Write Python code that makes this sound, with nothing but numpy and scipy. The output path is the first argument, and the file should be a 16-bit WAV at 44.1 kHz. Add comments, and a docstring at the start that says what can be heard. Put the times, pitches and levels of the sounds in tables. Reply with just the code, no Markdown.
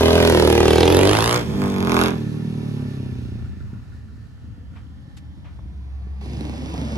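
"""The crackle of a small single-cylinder motorbike pulling away across a paved yard between buildings; it coasts,
idles through a turn and opens up again. Each firing rings muffler and pipe and spits a crack of gas noise.
Delayed, filtered copies give the pipe's short dull echoes, a bright one off the paving and dull ones off the walls.
Chain and tyre whirr, chain rattles and scuffs near the microphone are shaped noise; late on, two sine partials
swell as a second engine. Low resonant noise is the yard's rumble. The microphone has two ports, left and right."""
import sys
import numpy as np
from scipy import signal
from scipy.fft import rfft, irfft
from scipy.io import wavfile
from scipy.ndimage import uniform_filter1d

SR = 44100
rng = np.random.default_rng(int(sys.argv[2]) if len(sys.argv) > 2 else 0)


def dump_mix(stems):
    """Bounce the given channels to the path in sys.argv[1] as a 16-bit WAV at rate SR."""
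    frames = np.atleast_2d(stems).T  # one column per channel
    limited = np.clip(frames, -1, 1)  # hard clip at full scale
    pcm = np.round(limited * 32767).astype(np.int16)
    wavfile.write(sys.argv[1], SR, pcm)


N = 307377
TIME = np.arange(N) / SR

# engine in steady running, one list per stretch, going out and then facing: (time [s], firing rate [1/s])
FIRING_RATE = [
    [(0.0, 40.38), (0.195, 42.08), (0.483, 38.59), (0.729, 39.13), (0.932, 44.21), (1.353, 61.36),
     (1.575, 49.27), (1.753, 48.46), (1.912, 41.37), (2.062, 44.07), (2.205, 36.95), (2.469, 38.62),
     (2.641, 37.37), (3.366, 28.74), (3.64, 26.65)],
    [(6.21, 19), (6.3, 28), (6.36, 28), (6.42, 23), (6.5, 23), (6.6, 25), (6.74, 25), (6.82, 28.5),
     (6.97, 28)],
]
FIRST_FIRING_S = (.0078, 6.213)   # one per stretch
FIRING_SPREAD_DB, FIRING_JITTER_MS = (.6, 1.8), .03   # spread per stretch: even going out, lumpy when facing
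# click strength of the intake gulp about half a cycle after each firing, per stretch; a firing has 0.64
INTAKE = (0.033, 0.2)
# firings that stand out of the lumpy idle: (time [s], level before POP_GAIN_DB [dB])
IDLE_POPS = [(3.661, -42.5), (3.728, -20), (3.793, -42), (3.945, -27.5), (4.115, -33), (4.177, -29),
             (4.256, -44), (4.44, -28), (4.577, -28), (4.719, -32), (4.802, -51), (4.86, -34), (5.022, -59),
             (5.076, -28), (5.222, -31), (5.373, -28.5), (5.654, -29.5), (6.067, -24)]
POP_GAIN_DB = 32.5
# the rider's hand: (time [s], throttle opening [0 shut, 1 full])
THROTTLE = [(0, 0.89), (.5, 0.81), (1.03, 0.91), (1.365, 0.72), (1.44, 0), (1.59, 0.18), (1.62, 0.46),
            (1.72, 0.39), (1.84, 0.52), (1.92, 0.82), (2.01, 1.05), (2.075, 0.89), (2.13, 0.24), (2.26, 0),
            (6.17, 0.46), (6.22, 0.59), (6.45, 0.72), (6.97, 0.89)]
# the ride across the yard: (time [s], loss through distance, before each voice's share [dB])
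DISTANCE = [(0, -2.5), (1.4, -3.5), (2.0, 0.6), (2.4, 3), (2.7, 2.5), (3.0, 5), (3.4, 9.5), (3.55, 15.5),
            (3.7, 13), (4.1, 18), (5.2, 17.5), (5.7, 18.5), (6.1, 17.5), (6.4, 16.5), (6.6, 18),
            (6.75, 17.5), (6.97, 19)]
# direction of the bike at the microphone: (time [s], left minus right [dB], left lag [samples])
BEARING = [(0, 0.5, -3), (.5, -0.5, -4), (1, -1, 4.5), (1.5, -1, 6), (2.5, -1, 8), (4.5, -1.5, 7),
           (6.97, -1, 9.5)]
TURN_S = (1.044, 1.217)   # the bike swings from side-on to tail-on
TUNED_PER_S = 46.9   # above this firing rate the exhaust runs out of tune

# resonances, relative levels: (frequency [Hz], width [Hz], level [dB])
# muffler modes
THUD = [(138, 94, 6.5), (169.7, 54, 5.5), (222, 47, 1.5), (255.5, 26, 5)]
# low muffler mode stirred by uneven running and by the idle pops
BOOM = [(153, 32, -17)]
# pipe modes, then higher pipe modes
BARK = [(330, 260, 13.5), (379, 39, 17), (386, 236, 8)]
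UPPER_BARK = [(467, 120, 7.5), (575, 170, -3)]
# lower outlet modes, upper outlet modes, bright edge of each crack
BURR = [(746, 234, 4.5), (985, 186, -0.5)]
RASP = [(630, 240, 5), (1089, 343, 14.5), (1690, 370, 10), (2650, 620, 2)]
CRACKLE = [(2140, 230, -5), (3600, 230, 1), (5100, 1300, -4)]
# chain and tyre whirr
WHIRR_MODES = [(1400, 220, 10), (1752, 70, 14), (3980, 1200, -3), (800, 280, -10.5)]
# left microphone port, which hears more lower treble and less middle
PORT_TILT = [(5650, 4300, -1.5), (1227, 4300, -4)]
# the yard's low resonances
RUMBLE_MODES = [(51.7, 9.3, -4.5), (77.3, 8.1, 3.5), (112.9, 18.6, -2), (212.1, 7, -8.5)]
# chain rattle
RATTLE_MODES = [(1350, 93, -1.5), (1500, 150, -.1)]
# swell of the low tones as they cross one resonance, a single row
ORDER_PEAK = (115.5, 60, 2.73)

# spectrum of escaping gas: (frequency [Hz], relative level per Hz [dB])
HISS_SPECTRUM = [(1060, -28), (1800, -6), (3290, -5.5), (8130, -26.5), (8750, -20.5), (9330, -28),
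                 (10600, -15), (12100, -21.5), (13200, -41), (14900, -17), (16000, -34)]

# how each voice of the exhaust answers, one row of: (level with throttle shut [dB], gain at full throttle [dB],
# share of the distance loss [ratio], loss per firing a second out of tune [dB], gain side-on [dB],
# gain head-on [dB], gain at idle [dB])
THUD_RULE = (-24.5, 5, 1.04, 1.1, -4.5, 6.5, -10.5)
BOOM_RULE = (-13.5, -1, 1.04, 0, -4, -15.5, -19)
BARK_RULE = (-34.5, 15, 2.5, 0.93, 4.5, 16, -24)
UPPER_BARK_RULE = (-57.5, 20, 0.65, -1, 5, 5.5, -4)
BURR_RULE = (-53, 25.5, 1.5, 0.8, 2.5, 9.5, -0.5)
RASP_RULE = (-52.5, 34, 1.94, 0.26, -10, 10.5, 8.5)
CRACKLE_RULE = (-72.5, 36, 1.1, -1.2, -5.5, 14, -5)
# gas noise below 7 kHz, then above it (before SIZZLE_GAIN_DB)
HISS_RULE = (-50, 24, 1.14, -0.1, 0, 5.5, -4.5)
SIZZLE_RULE = (-60.5, 25.5, 2.05, -0.1, -4, 12, 4)
SIZZLE_GAIN_DB = 12.0
# same columns, one row for each of firing orders 1-4, before ORDER_GAIN_DB
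ORDER_RULES = [(-58.5, 23.5, 0.57, -0.21, 1, -6, 0.0089), (-41.5, 12.5, 0.8, -0.31, 7.2, -10, 0),
               (-31, -3, 1, 0.54, 1.5, -1, 0), (-25.5, -12.5, 0.81, 0.95, 4, 9, 0)]
ORDER_GAIN_DB = -1.5

# share of rasp and hiss in cracks (0-1): throttle shut, open side-on at first, open tail-on, open facing the listener
CRACK_SHARE = (.04, .76, .96, .36)
# roughness (0-1): throttle open, shut, at idle, open facing the listener
ROUGHNESS = (.04, .07, 1, .65)
SHARPEN_S = .8   # the cracks sharpen over this time as the outlet comes round
ORDER_LAG_MS, MUFFLER_LAG_MS = 6.4, 1.5   # after the firing: the low tones crest, the muffler answers
CRACK_MS, RASP_MS, UNEVEN_MS = 1.3, 1.2, 46.0   # burst decay of hiss, rasp and uneven running
BURR_CLEAN = 1.2   # the lower outlet modes are driven more cleanly than the hiss
HISS_CRACK = 0.84   # the hiss keeps more steady flow between cracks than the rasp
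OWN_HISS = .09   # share of the gas noise power that differs between the microphone ports

WHIRR_DB, WHIRR_FADES_S, WHIRR_DB_PER_S = -50, 1.95, 5   # level, start and rate of fading far off
WHIRR_WAVER_DB, WHIRR_WAVER_HZ = 3, 4   # each resonance wavers on its own

# rumble of the yard: (time [s], level [dB])
RUMBLE_LEVEL = [(1.8, -31.5), (2.4, -48), (3.15, -34), (3.5, -31), (4.1, -38.5), (4.7, -36.5), (5.1, -41.5),
                (5.6, -36), (5.9, -39)]
AIR_DB = -96

# bright echo off the paving, sooner as the bike draws off: (time [s], delay [ms], level [dB])
GROUND_ECHO = [(0, 1.9, 0), (.27, 2.01, 4), (.5, 2.36, 2), (.8, 2.62, 1.5), (1.0, 2.13, -2.5),
               (1.1, 1.83, 0), (1.2, 1.143, 0.5), (1.36, 0.87, -3), (1.6, .85, -8), (2.08, 0.79, -2.5),
               (2.3, 0.76, -4), (3.6, 0.74, -1.5), (6.2, 0.41, -6), (6.97, 0.38, -18)]
GROUND_BAND_HZ, GROUND_SKEW_MS = (900, 8000), .05   # the right side hears it later
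# two short dull echoes of each firing, the first from the pipe, with moving delays:
# (time [s], first delay [ms], first level before pan [dB], second delay [ms], second level before pan [dB])
SHORT_ECHOES = [(0, 4.63, -5, 11.5, -5.5), (.15, 4.8, -2, 11.1, -1.5), (.3, 4.95, -8.5, 11.8, -4),
                (.55, 8.7, -7, 10.4, -11), (.8, 6.06, -11, 10.5, -14), (1.1, 7.45, -10, 10.3, -6),
                (1.38, 4.65, -14, 10.5, 2), (1.6, 4.57, -1, 10.26, 0), (2.05, 4.72, -3, 10.11, -2),
                (2.3, 5.3, -6.5, 9.9, -4.5), (2.9, 4.93, -3, 8.4, -8.5), (3.5, 5.36, -6, 8.2, -22),
                (6.2, 2.45, -4.5, 6.8, -4), (6.45, 3.5, -13.5, 10.6, -7), (6.7, 3.7, -5, 6.5, -2.5),
                (6.97, 5.5, -1, 9.1, 4)]
SHORT_ECHO_CUT_HZ, SHORT_ECHO_SKEW_MS = 1700, 0.24   # the right side hears them later
# wall echoes: (left delay [ms], right delay [ms], level before pan [dB])
WALL_ECHOES = [(17.23, 17, -11.5), (30.84, 37, -4), (57.95, 53, -8.5), (94.9, 87, -17.5)]
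WALL_CUT_HZ = 1800
ECHO_PAN_DB = -3   # left minus right: short echoes and walls are stronger on the right

# chain rattling briefly as the bike slows: (time [s], level before RATTLE_GAIN_DB [dB])
RATTLES = [(3.447, -50), (3.6031, -45), (3.7375, -51), (3.9203, -50), (4.0804, -54), (4.3729, -55)]
RATTLE_GAIN_DB, RATTLE_MS = -4.0, 23   # trim and decay
# scuffs near the microphone: (time [s], level at crest [dB], low edge [Hz], high edge [Hz], rise [ms])
SCUFFS = [(4.752, -49, 600, 3330, 15.5), (5.167, -48, 1460, 12100, 6.9), (5.44, -51, 599, 3460, 22),
          (5.588, -46, 385, 1470, 2.9)]
# second engine far off: (time [s], hum frequency [Hz], hum level [dB], third partial level [dB])
HUM = [(5.25, 51.05, -61, -74), (5.61, 60.2, -40, -69), (5.79, 67.7, -32, -70), (6.1, 67.5, -30.5, -48.5),
       (6.74, 70.1, -33.5, -52), (6.97, 72, -29.5, -50)]
CUTOFF_HZ = 16000


def from_db(db):
    """Decibels to gain."""
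    return 10 ** (np.asarray(db) / 20)


def rms_one(x):
    """Scale to rms 1."""
    return x / np.sqrt(np.mean(x ** 2) + 1e-20)


def in_time(rows):
    """Columns of a table at every sample."""
    s, *columns = np.transpose(rows)
    return [np.interp(TIME, s, c) for c in columns]


def delayed(x, ms):
    """A signal heard later by a fixed or moving delay."""
    return np.interp(TIME - ms / 1000, TIME, x, left=0)


def resonate(x, modes, sign=-1):
    """Parallel two-pole resonances; alternating signs fill the valleys, equal signs sharpen the onset."""
    out = 0
    for k, (hz, width_hz, db) in enumerate(modes):
        r = np.exp(-np.pi * width_hz / SR)
        top = (1 - r * r) / 2 * from_db(db) * sign ** k
        out = out + signal.lfilter([top, 0, -top], [1, -2 * r * np.cos(2 * np.pi * hz / SR), r * r], x + 1e-18)
    return out


def rung(x, db, modes, reference, sign=1):
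    """Modes driven at a level in dB, whatever their widths; white reference noise sets the scale."""
    return resonate(from_db(db) * x, modes, sign) / np.std(resonate(reference, modes, sign))


def butter(x, hz, kind, order=2):
    """Butterworth filter."""
    return signal.sosfilt(signal.butter(order, hz, kind, fs=SR, output="sos"), x)


def colour(x, spectrum):
    """Impose a spectrum drawn on a log-frequency axis, ringing only after each click; white noise keeps rms 1."""
    hz, db = np.transpose(spectrum)
    bins = np.maximum(np.arange(N // 2 + 1) * SR / N, 1)
    magnitude = rms_one(from_db(np.interp(np.log(bins), np.log(hz), db)))
    # folding the cepstrum gives minimum phase
    cepstrum = irfft(np.log(magnitude), N)
    cepstrum[1:N // 2 + 1] *= 2
    cepstrum[N // 2 + 1:] = 0
    return irfft(rfft(x) * np.exp(rfft(cepstrum)), N)


def controls():
    """What drives every voice: constant, throttle, distance, detuning, side-on, facing, idling; one row each."""
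    outward, facing = FIRING_RATE
    per_s, = in_time(outward + facing)
    throttle, = in_time(THROTTLE)
    distance_db, = in_time(DISTANCE)
    detuning = np.maximum(per_s - TUNED_PER_S, 0)
    side_on = np.interp(TIME, TURN_S, (1, 0))
    head_on = TIME > facing[0][0]
    idling = uniform_filter1d(1. * (TIME > outward[-1][0]) * (TIME < facing[0][0]), size=2000)
    return np.array([np.ones(N), throttle, -distance_db, -detuning, side_on, head_on, idling])


def character(throttle, idling):
    """Crack share and roughness: open throttle cracks, shut it turns soft, at idle all is lumpy noise."""
    facing = TIME > FIRING_RATE[1][0][0]
    opened = np.clip(2 * throttle, 0, 1)
    shut, first, tail_on, head_on = CRACK_SHARE
    crack = np.where(facing, head_on, np.interp(TIME, (0, SHARPEN_S), (first, tail_on)))
    share = shut + opened * (crack - shut)
    even, soft, lumpy, open_facing = ROUGHNESS
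    rough = soft + opened * (np.where(facing, open_facing, even) - soft)
    return share * (1 - idling), rough + idling * (lumpy - rough)


def firings(orders_db):
    """Clicks of even power per second at each firing and intake gulp, and the low orders as clean tones."""
    clicks, tones = np.zeros(N), np.zeros(N)
    peak_hz, peak_width_hz, peak_db = ORDER_PEAK
    for rows, first_s, intake, spread_db in zip(FIRING_RATE, FIRST_FIRING_S, INTAKE, FIRING_SPREAD_DB):
        per_s, = in_time(rows)
        cycles = np.cumsum(per_s) / SR
        cycles = cycles - np.interp(first_s, TIME, cycles)
        running = (TIME >= rows[0][0]) & (TIME < rows[-1][0])
        for late_cycles, strength in ((0, 0.64), (.52, intake)):
            new_cycle = np.diff(np.floor(cycles - late_cycles), prepend=-1) > 0
            at = np.flatnonzero(new_cycle & running)
            chance = rng.standard_normal((len(at), 2))
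            jitter = (chance[:, 0] * FIRING_JITTER_MS * SR / 1000).astype(int)
            at = np.clip(at + jitter, 0, N - 1)
            clicks[at] = strength * from_db(spread_db * chance[:, 1]) * np.sqrt(SR / per_s[at])
        fade = uniform_filter1d(running * 1., size=2000, mode="nearest")
        crest = cycles - per_s * ORDER_LAG_MS / 1000
        for order, db in enumerate(orders_db, start=1):
            swell_db = peak_db / (1 + (2 * (order * per_s - peak_hz) / peak_width_hz) ** 2)
            level = np.sqrt(2) * from_db(db + swell_db + ORDER_GAIN_DB)
            tones += fade * level * np.cos(2 * np.pi * order * crest)
    return clicks, tones


def bursts(clicks, decay_ms, share):
    """Loudness contour of escaping gas: a sharp decaying burst per firing over a steady flow."""
    r = np.exp(-1000 / (decay_ms * SR))
    burst = signal.lfilter([np.sqrt(1 - r * r)], [1, -r], clicks + 1e-18)
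    return np.sqrt(share * burst ** 2 + 1 - share)


def muffler(drive, uneven, thud_db, boom_db, flow):
    """Firings, uneven flow and idle pops ring the muffler's low modes."""
    pops = np.zeros(N)
    for s, db in IDLE_POPS:
        pops[round(s * SR)] = from_db(db + POP_GAIN_DB)
    thud = rung(drive, thud_db, THUD, flow)
    boom = rung(uneven, boom_db, BOOM, flow)
    low = thud + boom + resonate(pops, BOOM + THUD, 0.55)
    low = butter(butter(low, 85, "high"), 300, "low", order=4)
    return delayed(low, MUFFLER_LAG_MS)


def pipe(drive, bark_db, upper_db, flow):
    """The same drive barks in the pipe's resonances, the higher ones in opposite sign."""
    bark = butter(rung(drive, bark_db, BARK, flow), [250, 520], "band", order=1)
    bark = butter(bark, 560, "low")
    return bark - butter(rung(drive, upper_db, UPPER_BARK, flow), [400, 700], "band", order=1)


def outlet(clicks, share, burr_db, rasp_db, crackle_db, flow):
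    """Pressure fronts, then gated turbulence, ring the outlet's modes as burr, rasp and crackle."""
    front = np.sqrt(share) * clicks
    spit = rng.standard_normal(N) * bursts(clicks, RASP_MS, share)
    clean = np.clip(BURR_CLEAN * share, 0, .96)
    burr_drive = np.sqrt(clean) * clicks + np.sqrt(1 - clean) * spit
    burr = rung(burr_drive, burr_db, BURR, flow, -0.81)
    cracks = .93 * front + np.sqrt(1 - .86 * share) * spit
    rasp = rung(cracks, rasp_db, RASP, flow, -1) + rung(cracks, crackle_db, CRACKLE, flow)
    return butter(burr, [500, 1500], "band", order=1) + butter(rasp, 560, "high")


def gas_hiss(clicks, share, hiss_db, sizzle_db):
    """Each front is followed by a burst of turbulent gas noise, mostly alike at both ports."""
    front = np.sqrt(share) * clicks
    common, own = rng.standard_normal(N), rng.standard_normal((2, N))
    noise = np.sqrt(1 - OWN_HISS) * common + np.sqrt(OWN_HISS) * own
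    gated = noise * bursts(clicks, CRACK_MS, HISS_CRACK * share)
    gas = colour(0.42 * front + gated, HISS_SPECTRUM)
    low, high = butter(gas, 7000, "low", order=4), butter(gas, 7000, "high", order=4)
    return from_db(hiss_db) * low + from_db(sizzle_db + SIZZLE_GAIN_DB) * high


def exhaust():
    """Firings and turbulent flow excite muffler, pipe and outlet; the low orders come as separate tones."""
    drivers = controls()
    rules = [THUD_RULE, BARK_RULE, UPPER_BARK_RULE, BURR_RULE, RASP_RULE, HISS_RULE, SIZZLE_RULE,
             BOOM_RULE, CRACKLE_RULE]
    levels_db = np.array(rules) @ drivers
    thud_db, bark_db, upper_db, burr_db, rasp_db, hiss_db, sizzle_db, boom_db, crackle_db = levels_db
    share, rough = character(drivers[1], drivers[-1])
    clicks, tones = firings(np.array(ORDER_RULES) @ drivers)
    flow = rng.standard_normal(N)
    uneven = rough * flow * bursts(clicks, UNEVEN_MS, 0.63)
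    drive = np.sqrt(1 - rough ** 2) * clicks + uneven
    body = muffler(drive, uneven, thud_db, boom_db, flow) + pipe(drive, bark_db, upper_db, flow)
    rasp = outlet(clicks, share, burr_db, rasp_db, crackle_db, flow)
    return body + rasp + gas_hiss(clicks, share, hiss_db, sizzle_db), tones


def place(pair):
    """Level, colour and arrival difference between the two microphone ports."""
    pan_db, lag = in_time(BEARING)
    late = np.clip(np.arange(N) - np.round(lag).astype(int), 0, N - 1)
    left, right = np.broadcast_to(pair, (2, N))
    left = left + resonate(left, PORT_TILT)
    return np.array([left[late] * from_db(pan_db / 2), right * from_db(-pan_db / 2)])


def whirr():
    """Chain and tyres: noise in a few wavering resonances, half alike on both sides."""
    noise = rng.standard_normal(N) + rng.standard_normal((2, N))
    slow = butter(rng.standard_normal((len(WHIRR_MODES), N)), WHIRR_WAVER_HZ, "low")
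    waver_db = WHIRR_WAVER_DB * rms_one(slow)
    level_db = WHIRR_DB - WHIRR_DB_PER_S * np.maximum(TIME - WHIRR_FADES_S, 0)
    ringing = sum(from_db(w) * resonate(noise, [mode]) for mode, w in zip(WHIRR_MODES, waver_db))
    return from_db(level_db) * rms_one(ringing)


def rumble():
    """Low noise in the yard's resonances, mostly alike on both sides, over faint air hiss."""
    mid, side = resonate(rng.standard_normal((2, N)), RUMBLE_MODES)
    low = rms_one(mid + 0.63 * side * [[1], [-1]]) * from_db(in_time(RUMBLE_LEVEL)[0])
    air = rms_one(butter(rng.standard_normal((2, N)), [300, 5000], "band", order=1))
    return low + from_db(AIR_DB) * air


def ground(pair):
    """Direct sound plus its bright echo off the paving, with a moving delay."""
    ms, db = in_time(GROUND_ECHO)
    bright = butter(pair, GROUND_BAND_HZ, "band", order=1)
    echo = [delayed(bright[side], ms + side * GROUND_SKEW_MS) for side in (0, 1)]
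    return pair + from_db(db) * np.array(echo)


def short_echoes(x):
    """Two strong dull echoes with moving delays, the first repeated once; when facing they shift the blatter."""
    first_ms, first_db, second_ms, second_db = in_time(SHORT_ECHOES)
    dull, out = butter(x, [150, SHORT_ECHO_CUT_HZ], "band"), np.zeros((2, N))
    for ms, db in ((first_ms, first_db), (2 * first_ms, 2 * first_db), (second_ms, second_db)):
        for side in (0, 1):
            out[side] += from_db(db) * delayed(dull, ms + side * SHORT_ECHO_SKEW_MS)
    return out


def walls(x):
    """A few dull echoes, arriving differently at each side; bass passes round the sheds."""
    dull, out = butter(x, [250, WALL_CUT_HZ], "band", order=1), np.zeros((2, N))
    for *delays_ms, db in WALL_ECHOES:
        for side, ms in enumerate(delays_ms):
            lag = round(ms * SR / 1000)
            out[side, lag:] += from_db(db) * dull[:N - lag]
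    return out


def rattles():
    """Chain rattle: short dying bursts of noise in two close resonances."""
    burst = np.zeros(N)
    for s, db in RATTLES:
        decay = np.exp(-np.maximum(TIME - s, 0) * 1000 / RATTLE_MS)
        burst += from_db(db + RATTLE_GAIN_DB) * (TIME > s) * decay
    noise = rng.standard_normal(N) + rng.standard_normal((2, N))
    return burst * rms_one(resonate(noise, RATTLE_MODES))


def scuffs():
    """Short gritty noise swells close to the microphone, each in its own broad band."""
    out = np.zeros((2, N))
    for s, db, low_hz, high_hz, rise_ms in SCUFFS:
        age = np.maximum(TIME - s, 0) * 1000 / rise_ms
        noise = rng.standard_normal(N) + rng.standard_normal((2, N))
        grit = butter(noise, [low_hz, high_hz], "band")
        grit = butter(grit, 1.5 * low_hz, "low", order=1)   # duller towards the top
        out += from_db(db) * rms_one(grit) * age * np.exp(1 - age)
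    return out


def hum():
    """A second engine far off: a low tone and its third partial."""
    hz, db, third_db = in_time(HUM)
    phase = 2 * np.pi * np.cumsum(hz) / SR
    swell = np.clip((TIME - HUM[0][0]) / 0.27, 0, 1)
    partials = from_db(db) * np.sin(phase) + from_db(third_db) * np.sin(3 * phase)
    return swell * np.sqrt(2) * partials


def scene():
    """Bike, paving, walls, far engine, yard."""
    pulsed, tones = exhaust()
    echo_gain = from_db(ECHO_PAN_DB / 2 * np.array([[1], [-1]]))
    # both kinds of echo repeat the right-hand exhaust signal
    echoes = (short_echoes(pulsed[1]) + walls(pulsed[1])) * echo_gain
    bike = place(ground(pulsed)) + place(tones) + echoes + whirr() + rattles()
    return bike + rumble() + scuffs() + hum()


def record(dry):
    """Peaks are rounded, the top is cut."""
    rounded = 1.05 * np.tanh(dry / 1.05)
    return signal.sosfilt(signal.cheby2(12, 70, CUTOFF_HZ, fs=SR, output="sos"), rounded)


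dry = scene()
out = record(dry)
dump_mix(out)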